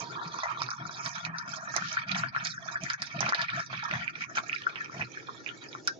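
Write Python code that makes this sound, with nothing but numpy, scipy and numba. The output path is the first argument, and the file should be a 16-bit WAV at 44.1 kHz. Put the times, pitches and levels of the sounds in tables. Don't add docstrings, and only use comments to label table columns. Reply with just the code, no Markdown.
import sys
import numpy as np
from scipy import signal
from scipy.fft import rfft, irfft, next_fast_len
from scipy.io import wavfile
from scipy.ndimage import uniform_filter1d
from numba import njit

SR = 44100
rng = np.random.default_rng(int(sys.argv[2]) if len(sys.argv) > 2 else 0)


def to_wav(s):
    ch = np.atleast_2d(s).T
    pcm = np.round(np.clip(ch, -1, 1) * 32767)
    wavfile.write(sys.argv[1], SR, pcm.astype(np.int16))


N = 264548
TIME = np.arange(N) / SR


def undb(db):
    return 10 ** (np.asarray(db) / 20)


def curve(table, column):
    rows = np.array(table, float)
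    return np.interp(TIME, rows[:, 0], rows[:, column])


def shape(points, hz):
    point_hz, level_db = np.transpose(points)
    return undb(np.interp(np.log(hz + 1), np.log(point_hz), level_db))


def filtered(x, response):
    size = next_fast_len(N + SR // 4)
    hz = np.arange(size // 2 + 1) * SR / size
    return irfft(rfft(x, size) * response(hz), size)[..., :N]


def colour(x, points):
    return filtered(x, lambda hz: shape(points, hz))


def ring(x, modes):
    total = 0
    for hz, width_hz, level_db in modes:
        b, a = signal.iirpeak(hz, hz / width_hz, fs=SR)
        total = total + undb(level_db) * signal.lfilter(b, a, x)
    return total


def steady(x, window_s):
    size = int(window_s * SR)
    power = uniform_filter1d(uniform_filter1d(x ** 2, size), size)
    floor = np.mean(x ** 2) / 100
    return x / np.sqrt(np.abs(power) + floor)


def wander(rate):
    knots = np.arange(0, N / SR + 1, 1 / rate)
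    return np.interp(TIME, knots, rng.standard_normal(4096)[:len(knots)])


def swells(rows, column, edge_s, arch):
    gain = np.zeros(N)
    for row in rows:
        u = (TIME - row[0] + edge_s) / (row[1] + 2 * edge_s)
        inside = (u > 0) & (u < 1)
        gain[inside] += undb(row[column]) * np.sin(np.pi * u[inside]) ** arch
    return gain


def bursts(rows):
    envelope = np.zeros(N)
    for start, db, decay_ms in rows:
        span = slice(int(start * SR), int(start * SR) + SR // 8)
        envelope[span] += undb(db) * np.exp(-1000 * (TIME[span] - start) / decay_ms)
    return envelope * rng.standard_normal(N)


@njit
def tones(start, hz, size, swell, soft, glide):
    out = np.zeros(N)
    for k in range(len(start)):
        first, phase = int(start[k] * SR), 0.
        for i in range(max(0, -first), min(int(8 * swell[k] * SR), N - first)):
            u = i / (swell[k] * SR)
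            v = u / np.sqrt(soft[k] / 2)
            phase += 2 * np.pi * hz[k] * (1 + glide * (u - 1)) / SR
            out[first + i] += size[k] * (v * np.exp(1 - v)) ** soft[k] * np.sin(phase)
    return out


# pitch_hz, softness [exponent]
ATTACK_SOFTNESS = [(1800, 2.08), (2250, 0.29), (2700, 1.1), (3400, 2)]


def bubbles(start, hz, size, swell, glide):
    soft = np.maximum(np.interp(hz, *np.transpose(ATTACK_SOFTNESS)), .1)
    return tones(start, hz, size, swell, soft, glide)


CLUSTER_S, CLUSTER_SPREAD = .003, 0.099


def swarm(pitch, spread, cycles, scatter_db, glide, count, size=1):
    when, wide, strength = np.repeat(rng.random((count, 3)), size, axis=0).T
    late, life, detune = rng.random((count * size, 3)).T
    start = when * N / SR - CLUSTER_S * np.log(1 - late)
    hz = np.interp(start, TIME, pitch) * np.exp(spread * np.log((wide + .01) / (1.01 - wide)))
    hz = np.minimum(hz * np.exp(CLUSTER_SPREAD * (2 * detune - 1)), SR / 3)
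    loudness = undb(-scatter_db * np.log(1 - strength))
    return bubbles(start, hz, loudness, cycles * (.5 + life) / hz, glide)


# freq_hz, width_hz, level_db
JAR_MODES = [(700, 180, -2.5), (943, 27, 12), (1260, 82, 6.5), (1338, 50, -1.5), (1400, 31, 8.5),
             (1647, 14, 5.5), (1832, 24, 13), (1884, 92, 6), (2270, 290, 7), (2442, 120, 9),
             (3136, 110, 11), (4420, 530, 7)]


def in_jar(x, ring_db):
    return x + undb(ring_db) * ring(x, JAR_MODES)


BEADS_FULL_DB, BEADS_THIN_DB = 0.36, 7


def beading(rate):
    return undb(np.linspace(BEADS_FULL_DB, BEADS_THIN_DB, N) * wander(rate))


# start_s, length_s, depth [0-1]
STREAM_LULLS = [(1.26, 0.083, 1), (2.035, 0.041, 0.76), (2.298, 0.029, 0.78), (2.482, 0.2, 0.35),
                (2.761, 0.091, 0.64), (2.924, 0.067, 0.87), (3.04, 0.11, 0.22), (3.314, 0.051, 1),
                (3.62, 0.09, 0.65), (4.102, 0.034, 0.75), (4.243, 0.067, 0.42), (5.06, 0.12, 0.2)]


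def unbroken():
    share = np.ones(N)
    for start, length, depth in STREAM_LULLS:
        lull = np.interp((TIME - start) / length, [0, .25, .75, 1], [0, 1, 1, 0])
        share *= 1 - np.clip(depth, 0, 1) * lull
    return share


# start_s, length_s (before widening), drumming_level_db, gurgle_level_db, small_bubbles_level_db
STREAM_SURGES = [(.117, 0.03, -52, -38.5, -52), (.25, 0.018, -54.5, -38, -51.5),
                 (.603, 0.037, -53, -36.5, -45), (.799, 0.072, -45, -40.5, -79),
                 (1.05, 0.023, -44, -35, -48), (1.147, 0.052, -51, -37.5, -49.5),
                 (1.24, 0.081, -46, -41.5, -53.5), (1.473, 0.04, -46.5, -52, -49.5),
                 (1.786, 0.1, -46, -36.5, -64), (2.07, 0.23, -42, -40, -50),
                 (2.346, 0.15, -51, -37.5, -48.5), (2.816, 0.045, -43.5, -62, -45.5),
                 (2.89, 0.046, -74, -37.5, -44), (3.01, 0.021, -50, -53, -63),
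                 (3.152, 0.044, -41, -50.5, -53), (3.205, 0.12, -40.5, -34, -45),
                 (3.378, 0.053, -43.5, -52.5, -62), (3.529, 0.07, -42.5, -37, -62),
                 (3.71, 0.1, -48.5, -48.5, -43), (3.915, 0.1, -40, -39, -48),
                 (4.19, 0.055, -53, -51, -41.5), (4.35, 0.045, -52.5, -32.5, -41),
                 (4.944, 0.1, -44, -47, -57.5)]
SWAY_PER_S, SWAY_DB = 17, 4.5


def stream(even, column, even_db, surge_db):
    surge = swells(STREAM_SURGES, column, edge_s=0.012, arch=0.44)
    steady_part = undb(even + even_db + SWAY_DB * wander(SWAY_PER_S)) * unbroken()
    return np.hypot(steady_part, undb(surge_db) * surge)


# start_s, gurgle_level_db, small_bubbles_level_db, spray_level_db
EVEN_FLOW = [(0.0, -40.5, -50, -51), (0.1, -47.5, -70.5, -57.5), (0.53, -42.5, -54.5, -59.5),
             (0.89, -52, -58.5, -55), (1.1, -45, -53, -49.5), (1.47, -45.5, -60, -60),
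             (2.02, -42.5, -48, -53.5), (2.22, -53.5, -53, -58), (2.62, -42.5, -59.5, -54.5),
             (3.11, -48.5, -51, -54), (3.39, -44, -46.5, -55.5), (4.38, -49, -57, -58),
             (5.66, -59, -57.5, -59), (6.0, -70, -77, -63)]
# start_s, pitch_hz
GURGLE_PITCH_CURVE = [(0, 1036), (.9, 1087), (1.7, 1524), (2.6, 1518), (3.3, 1340), (4.2, 1616), (6, 1566)]
# freq_hz, level_db
GURGLE_SPECTRUM = [(200, -37.5), (480, -25), (680, -10), (1000, 6), (1750, 12), (2000, -5.5), (2600, -16),
                   (3200, -53.5)]


def gurgle(beads):
    pitch = curve(GURGLE_PITCH_CURVE, column=1)
    burble = swarm(pitch, spread=0.1847, cycles=2.5, scatter_db=2.43, glide=0.018, count=3800)
    blips = swarm(pitch, spread=.11, cycles=7, scatter_db=1.2, glide=.015, count=600)
    burble = burble / np.std(burble) + undb(-3) * blips / np.std(blips)
    burble = in_jar(burble * beads, ring_db=0.5)
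    strength = stream(curve(EVEN_FLOW, column=1), column=3, even_db=3.5, surge_db=-3.0)
    return steady(colour(burble, GURGLE_SPECTRUM), window_s=0.17) * strength


# freq_hz, level_db
GLUG_SPECTRUM = [(350, -14.5), (520, 0.5), (660, 11), (1200, -26.5)]


def glug(beads):
    large = swarm(np.full(N, 780.), spread=0.073, cycles=3.2, scatter_db=4, glide=0.0072, count=2500)
    strength = stream(curve(EVEN_FLOW, column=1), column=2, even_db=-13.0, surge_db=-5.5)
    return steady(colour(large * beads, GLUG_SPECTRUM), window_s=0.15) * strength


def tinkle(beads):
    small = swarm(np.full(N, 2450.), spread=.08, cycles=2.2, scatter_db=2.6, glide=.01, count=4000)
    small = in_jar(small * beads, ring_db=0)
    strength = stream(curve(EVEN_FLOW, column=2), column=4, even_db=3.5, surge_db=1.0)
    return steady(small, window_s=1.0) * strength


# freq_hz, level_db
FIZZ_SPECTRUM = [(1500, -20), (3000, 1), (4000, 1.5), (6500, -4), (8000, -31.5)]


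def fizz(beads):
    mist = colour(rng.standard_normal((2, N)) * np.sqrt(beads), FIZZ_SPECTRUM)
    strength = stream(curve(EVEN_FLOW, column=2), column=4, even_db=-5.5, surge_db=-7.5)
    return mist / np.std(mist) * strength


# start_s, length_s (before widening), level_db, pitch_hz
FROTH_PATCHES = [(0, 0.0075, -40.5, 5360), (0.125, 0.032, -47, 3464), (0.232, 0.043, -47, 4275),
                 (0.324, 0.05, -45, 4890), (0.393, 0.04, -43.5, 4170), (0.572, 0.041, -49, 4560),
                 (0.68, 0.059, -53.5, 5040), (0.916, 0.067, -48.5, 4620), (1.043, 0.0077, -41, 5770),
                 (1.14, 0.059, -48, 4790), (1.372, 0.041, -45, 5030), (1.485, 0.094, -46.5, 5150),
                 (1.729, 0.025, -43.5, 5130), (1.898, 0.061, -48, 4980), (2.071, 0.074, -56, 4060),
                 (2.16, 0.047, -42, 6360), (2.27, 0.016, -51.5, 3880), (2.446, 0.069, -38.5, 4650),
                 (2.811, 0.11, -53, 4970), (3.028, 0.054, -48, 4690), (3.286, 0.013, -46, 4550),
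                 (3.39, 0.034, -44.5, 4290), (3.561, 0.11, -47.5, 4850), (3.756, 0.017, -46, 3530),
                 (3.902, 0.11, -53, 3705), (4.361, 0.021, -42.5, 5850), (4.525, 0.041, -49, 4426)]
# freq_hz, level_db
SPRAY_SPECTRUM = [(1500, -14.5), (2800, -61), (3250, 2.5), (4500, -4.5), (6200, 5), (6900, 2), (7500, -7.5),
                  (8200, -30), (12000, -26.5)]


def spray(beads):
    s, length, _, hz = np.array(FROTH_PATCHES, float).T
    patch_hz = np.interp(TIME, s + length / 2, hz) * np.exp(.08 * wander(rate=30))
    crackle = swarm(patch_hz, spread=.13, cycles=5.5, scatter_db=3, glide=.004, count=3000, size=4)
    crackle = colour(in_jar(crackle * beads, ring_db=-11.0), SPRAY_SPECTRUM)
    crackle = steady(crackle, window_s=.06)
    patches = swells(FROTH_PATCHES, column=2, edge_s=0.0078, arch=0.071)
    even = undb(curve(EVEN_FLOW, column=3) + 4.5) * unbroken()
    return crackle * np.hypot(even, patches)


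# freq_hz, width_hz, level_db
BODY_MODES = [(128.5, 13, 15.5), (155.1, 32, 9.5), (180, 24, -4.5), (314, 27, 4.5)]
# freq_hz, level_db
THRUM_SPECTRUM = [(30, -26.5), (65, -14), (105, -1.5), (210, 9), (320, 8), (450, -12.5), (900, -44.5)]


def drumming():
    pats = swarm(np.full(N, 170.), spread=.35, cycles=.35, scatter_db=1.5, glide=.02, count=2000)
    thrum = steady(colour(ring(pats, BODY_MODES), THRUM_SPECTRUM), window_s=.06)
    return thrum * stream(curve(EVEN_FLOW, column=1), column=2, even_db=-13.0, surge_db=0.34)


# freq_hz, level_db
HISS_SPECTRUM = [(25, -40.5), (60, -15.5), (130, 14), (200, 3.5), (340, 9.5), (550, 2), (1200, -20),
                 (2500, -17), (3800, -18), (5000, -15), (6800, -19.5), (7500, -27), (7850, -58.5),
                 (15000, -72)]
# start_s, level_db
HISS_LEVEL = [(0, -38.5), (2, -65), (3.9, -53), (4.4, -46), (5.2, -41), (6, -40.5)]
MURMUR_DB = -54.5


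def hiss():
    mid, side = colour(rng.standard_normal((2, N)), HISS_SPECTRUM)
    side = colour(side, [(120, -3.0), (400, -3.0), (1200, -2.5)])
    pair = np.array([mid + side, mid - side])
    pair = pair / np.std(pair)
    low = colour(pair, [(200, 0), (330, -3), (700, -3), (1600, -30)])
    return low * undb(MURMUR_DB) + (pair - low) * undb(curve(HISS_LEVEL, column=1))


SHED_DB, SHED_S, SHED_SPREAD = -12, 0.018, 0.18
SHED_CYCLES = 2.5


def shed(s, hz, db, count):
    late, wide, weak = rng.random((len(s), 3, count)).transpose(1, 2, 0)
    pitch = (hz * np.exp(SHED_SPREAD * (2 * wide - 1))).ravel()
    start = (s + SHED_S * late).ravel()
    return bubbles(start, pitch, (undb(db + SHED_DB) * weak).ravel(), SHED_CYCLES / pitch, 0.0099)


# start_s, level_db, pitch_hz, swell [cycles]
BIG_BUBBLES = [(0.1542, -35, 1060, 2.6), (0.346, -33, 1126, 1.5), (0.388, -26, 1140, 1.5),
               (0.433, -24.5, 1060, 1.2), (0.4579, -23.5, 1036, 0.69), (0.506, -40, 1270, 0.31),
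               (0.5718, -34.5, 1140, 2.8), (0.618, -20, 1170, 1.2), (0.688, -24.5, 1360, 1.2),
               (0.715, -25, 1324, 1.6), (0.7332, -31, 1290, 2.8), (.852, -32.5, 1330, 3.3),
               (0.894, -29.5, 1290, 1.3), (1.005, -31.5, 1255, 3.2), (1.182, -30, 1530, 1.5),
               (1.251, -25.5, 2420, 3), (1.265, -26, 1310, 0.77), (1.4773, -33.5, 1490, 1.7),
               (1.532, -32.5, 1433, 6.9), (1.74, -24.5, 1390, 1.1), (1.7812, -23, 1410, 1.3),
               (1.822, -24, 1474, 1.9), (1.97, -18.5, 1445, 2), (1.9757, -21.5, 1700, 3),
               (2.0933, -26, 2370, 3.6), (2.113, -25, 2400, 3), (2.1454, -26.5, 1690, 2.1),
               (2.164, -22, 1540, 1.4), (2.236, -18, 1485, 1.7), (2.26, -31, 1645, 3.5),
               (2.3476, -26.5, 1304, 3), (2.3629, -17, 1540, 1.2), (2.578, -30.5, 1600, 3.8),
               (2.686, -26.5, 1550, 2.3), (2.7565, -21.5, 1640, 3.1), (2.864, -27.5, 1790, 2.2),
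               (2.902, -21, 1595, 1.4), (2.9388, -24.5, 1635, 2.6), (3.0229, -27.5, 1660, 0.83),
               (3.229, -18, 1580, 0.83), (3.265, -25, 1290, 1.6), (3.262, -23.5, 2430, 2.3),
               (3.323, -17.5, 1323, 1.3), (3.332, -19, 1690, 2.8), (3.2875, -25, 1320, 1.3),
               (3.342, -26, 1640, 3.3), (3.391, -26, 1710, 3.9), (3.406, -25, 1724, 3.8),
               (3.4875, -29.5, 2410, 5.8), (3.4937, -25, 1575, 1.8), (3.602, -27, 1590, 2),
               (3.7297, -23.5, 1167, 0.39), (3.739, -24.5, 1520, 1), (3.777, -32.5, 2460, 4.3),
               (3.798, -31, 1670, 2), (3.912, -18.5, 2190, 0.96), (3.937, -20.5, 1740, 1.9),
               (3.9545, -23, 1750, 1.1), (4.0788, -20.5, 2380, 2.9), (4.155, -31, 2320, 3.9),
               (4.1877, -39, 2450, 1.6), (4.2215, -24, 2240, 1.5), (4.2386, -28.5, 2305, 3.1),
               (4.356, -31, 1600, 1), (4.377, -21, 2320, 3.2), (4.383, -19.5, 1345, 1.5),
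               (4.4958, -22, 2376, 2.6), (4.6205, -26, 2970, 0.33), (4.731, -39, 1280, 0.61),
               (4.7713, -41, 2380, 1.9), (4.5296, -19, 2525, 1.8), (4.5619, -25.5, 2320, 3.9),
               (4.667, -15.5, 1458, 2.9), (4.758, -23.5, 2560, 0.61), (4.805, -32, 1770, 4.7),
               (4.859, -33.5, 2400, 2), (4.896, -36, 1230, 2.5), (5.009, -25.5, 1720, 1.3),
               (5.014, -24.5, 2490, 4.4), (5.0226, -22, 2270, 1.2), (5.172, -31, 1650, 3.2),
               (5.2861, -30.5, 1220, 1.2), (5.2917, -29, 1186, 2), (5.4627, -25.5, 2430, 3.1),
               (5.4748, -28, 2340, 1.1), (5.4895, -27.5, 2930, 1.8), (5.75, -29, 1270, 1.7),
               (5.8763, -19.5, 1468, 2.9)]
PLOP_DB = 3.5


def plops():
    s, db, hz, cycles = np.array(BIG_BUBBLES, float).T
    direct = bubbles(s, hz, undb(db + PLOP_DB), cycles / hz, 0.012)
    bounce = np.interp(TIME - .0058, TIME, direct)
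    smaller = shed(s, hz, db + PLOP_DB, count=4)
    return direct + smaller + undb(-23.5) * bounce + undb(-20) * ring(bounce, JAR_MODES)


# start_s, pitch_hz, level_db, swell_ms
AIR_POCKETS = [(0.256, 168, -41, 12), (0.627, 126, -40, 24), (0.811, 156, -39.5, 12.4),
               (1.271, 164, -39.5, 37), (2.092, 186.8, -34.5, 44), (2.828, 177, -43.5, 7.9),
               (3.156, 186, -37, 6.6), (3.928, 131, -32, 22), (5.006, 123, -42.5, 30),
               (5.925, 655, -49.5, 63)]


def gulps():
    s, hz, db, swell_ms = np.array(AIR_POCKETS, float).T
    return bubbles(s, hz, undb(db), swell_ms / 1000, 0.0077) * undb(1.1 * wander(rate=10))


SPLIT_S, SPLIT_SPREAD = 0.0032, 0.48


def splinters(s, hz, db, count):
    late, wide = rng.random((len(s), 2, count)).transpose(1, 2, 0)
    pitch = (hz * np.exp(SPLIT_SPREAD * (2 * wide - 1))).ravel()
    return bubbles((s + SPLIT_S * late).ravel(), pitch, np.tile(undb(db), count), 2.5 / pitch, .02)


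# start_s, pitch_hz, level_db
SNAPPING_DROPS = [(0.402, 4000, -34.5), (0.6192, 4850, -20), (0.633, 5500, -28.5), (.664, 3930, -31.5),
                  (0.7049, 5350, -24), (1.061, 4490, -21), (1.0926, 6040, -31.5), (1.25, 4230, -25),
                  (1.385, 4720, -23.5), (1.7646, 5760, -14), (1.8853, 5040, -27), (1.928, 6200, -25),
                  (2.086, 4650, -30.5), (2.1166, 4090, -17.5), (2.1486, 3300, -24), (2.45, 6870, -20.5),
                  (2.47, 4660, -19), (2.8366, 6060, -24), (2.9007, 4600, -20.5), (2.934, 6000, -27),
                  (3.02, 4780, -19), (3.2064, 5680, -15), (3.2919, 4720, -20.5), (3.3473, 4220, -16.5),
                  (3.4165, 4510, -20), (3.501, 3440, -26.5), (3.602, 5500, -33), (3.752, 3360, -31.5),
                  (3.8392, 5270, -31.5), (4.384, 3500, -30.5), (4.55, 5040, -33.5), (5.489, 3360, -48),
                  (5.729, 3530, -32.5), (5.8747, 5080, -14)]
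# freq_hz, level_db
SNAP_SPECTRUM = [(300, -3), (1500, 12), (3000, -0.5), (4500, -1), (6500, 4.5), (7300, -9), (8000, -8.5),
                 (15000, -58.5)]


def snaps():
    s, hz, db = np.array(SNAPPING_DROPS, float).T
    crack = bubbles(s, hz, undb(db + 3), 1.58 / hz, 0.01) + splinters(s, hz, db - 14.5, count=6)
    spatter_rows = [(start, level_db, 5) for start, level_db in zip(s, db)]
    spatter = undb(-23.0) * bursts(spatter_rows)
    return colour(crack + in_jar(spatter, ring_db=1), SNAP_SPECTRUM) * undb(-0.5)


# start_s, level_db, decay_ms
WATER_SLAPS = [(.434, -28, 23), (1.762, -24, 14), (2.155, -30, 28), (3.2062, -24.5, 9), (3.229, -32.5, 15),
               (3.2605, -26, 6.1), (3.289, -25.5, 8.7), (3.324, -9.5, 0.18), (3.346, -29.5, 14),
               (3.935, -35, 47), (4.375, -28, 7.6), (4.944, -37, 18), (4.994, -32.5, 22)]
# freq_hz, level_db
SLAP_SPECTRUM = [(25, -19), (130, -16), (300, -5), (480, -5), (700, 8.5), (1300, 0.5), (2000, 4.5),
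                 (2500, -14), (3200, -15), (6500, -8), (7800, -50.5)]


def slaps():
    return colour(bursts(WATER_SLAPS), SLAP_SPECTRUM) * undb(4)


# start_s, level_db, decay_ms
BRIGHT_SPITS = [(1.062, -69, 15), (1.764, -50.5, 2.2), (2.83, -70, 9), (3.02, -69.5, 21),
                (5.875, -48.5, 1.8)]
# freq_hz, level_db
SPIT_SPECTRUM = [(5000, -50), (8500, 27.5), (10800, 14.5), (12300, 10), (15000, 13)]


def spits():
    return colour(bursts(BRIGHT_SPITS), SPIT_SPECTRUM)


# start_s, pitch_hz, level_db, swell_ms
DROP_RINGS = [(3.323, 1565, -34, 10), (4.676, 1452, -39.5, 5.9), (5.878, 1607, -29.5, 14.4)]
RING_GLIDE = -0.017


def rings():
    s, hz, db, swell_ms = np.array(DROP_RINGS, float).T
    return bubbles(s, hz, undb(db), swell_ms / 1000, RING_GLIDE)


def kitchen(x, t60_s, wet_db):
    age = TIME[:SR // 2]
    onset = np.clip((age - .0015) / 0.0027, 0, 1)
    tail = rng.standard_normal((2, len(age))) * undb(-60 * age / t60_s) * onset
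    tail /= np.sqrt(np.sum(tail ** 2, axis=1, keepdims=True))
    return undb(wet_db) * signal.fftconvolve(x[None], tail, axes=1)[:, :N]


PORT_LAG_MS = 0.26


def ports(x):
    left = filtered(x, lambda hz: np.exp(-2j * np.pi * hz * PORT_LAG_MS / 1000))
    return np.array([left, x])


DRIFT_PER_S, DRIFT_DB = 32, 5.5


def drift(pair):
    lean = undb(DRIFT_DB * wander(DRIFT_PER_S))
    return pair * np.array([lean, np.ones(N)]) * np.sqrt(2 / (1 + lean ** 2))


# freq_hz, difference_db
PORT_BALANCE = [(150, 1), (450, -0.5), (760, 1), (950, -5.5), (1170, -13), (1420, 14.5), (1680, -4),
                (1950, 13.5), (2400, -21), (3400, -17.5), (4400, -8), (6200, -13.5), (9000, -28.5)]


def shade(pair):
    def share(hz):
        ratio = shape(PORT_BALANCE, hz)
        return np.array([ratio, np.ones_like(ratio)]) * np.sqrt(2 / (1 + ratio ** 2))
    return filtered(pair, share)


# start_s, length_s, centre_hz
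LOW_DIPS = [(0.396, 0.083, 166), (0.418, 0.1, 326), (0.711, 0.079, 464), (1.096, 0.15, 380),
            (1.397, 0.035, 445), (1.835, 0.045, 640), (1.985, 0.049, 450), (2.13, 0.11, 434),
            (2.267, 0.043, 460), (2.469, 0.077, 437), (2.488, 0.1, 690), (2.923, 0.077, 277),
            (3.296, 0.098, 146), (3.406, 0.12, 360), (3.641, 0.021, 600), (3.769, 0.051, 510),
            (3.962, 0.062, 403), (4.08, 0.015, 720), (4.22, 0.044, 523), (4.549, 0.06, 774),
            (5.051, 0.028, 704)]
DIP_DB, DIP_SPREAD = -23, 0.46


def dips(pair):
    hz, s, frames = signal.stft(pair, SR, nperseg=1024, noverlap=768)
    dip = 0
    for start, length, centre in LOW_DIPS:
        across = np.exp(-(np.log((hz + 1) / centre) / DIP_SPREAD) ** 4)
        along = np.exp(-(2 * (s - start) / length - 1) ** 4)
        dip = np.maximum(dip, np.outer(across, along))
    return signal.istft(frames * undb(DIP_DB * dip), SR, nperseg=1024, noverlap=768)[1][:, :N]


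# freq_hz, level_db
SPLASH_TILT = [(1900, 0), (2050, 1.5), (2220, -0.5)]
# freq_hz, level_db
TREBLE_MUFFLE = [(7400, 0), (8000, -12)]


def scene():
    beads = beading(rate=110)
    burble = colour(gurgle(beads) + glug(beads) + slaps(), SPLASH_TILT)
    crackle = colour(tinkle(beads), SPLASH_TILT) + spray(beads)
    big, cracks = plops() + rings(), snaps()
    pool, froth = burble + big, crackle + cracks
    thrum = drumming() + gulps()
    direct = drift(ports(burble + crackle)) + ports(big + cracks + thrum)
    near = kitchen(froth, t60_s=0.046, wet_db=-4.5) + kitchen(pool, t60_s=0.052, wet_db=-10.0)
    far = kitchen(pool + froth, t60_s=0.16, wet_db=-14.0)
    boom = kitchen(thrum, t60_s=0.41, wet_db=-12.5)
    around = kitchen(froth, t60_s=0.1, wet_db=-18) + fizz(beads)
    water = colour(shade(direct + near + far + boom) + around, TREBLE_MUFFLE)
    return dips(water + shade(ports(spits())) + hiss())


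# freq_hz, level_db
SUPPRESS_BELOW = [(60, -97.5), (150, -94.5), (300, -63), (480, -62.5), (800, -72.5), (1900, -71),
                  (3000, -68), (5000, -70), (8000, -82.5)]
SUPPRESS_DB = -14.5


def suppress(pair):
    hz, _, frames = signal.stft(pair, SR, nperseg=1024, noverlap=768)
    power = np.mean(np.abs(frames) ** 2, axis=0)
    power = np.abs(uniform_filter1d(uniform_filter1d(power, size=5, axis=0), size=7, axis=1))
    threshold = shape(SUPPRESS_BELOW, hz)[:, None] ** 2
    gain = np.maximum(power / np.hypot(power, threshold), undb(SUPPRESS_DB))
    return signal.istft(frames * gain, SR, nperseg=1024, noverlap=768)[1][:, :N]


TOP_HZ = 15500


def record(dry):
    low_pass = signal.ellip(8, .2, 70, TOP_HZ, fs=SR, output="sos")
    return signal.sosfilt(low_pass, suppress(dry))


dry = scene()
out = record(dry)
to_wav(out)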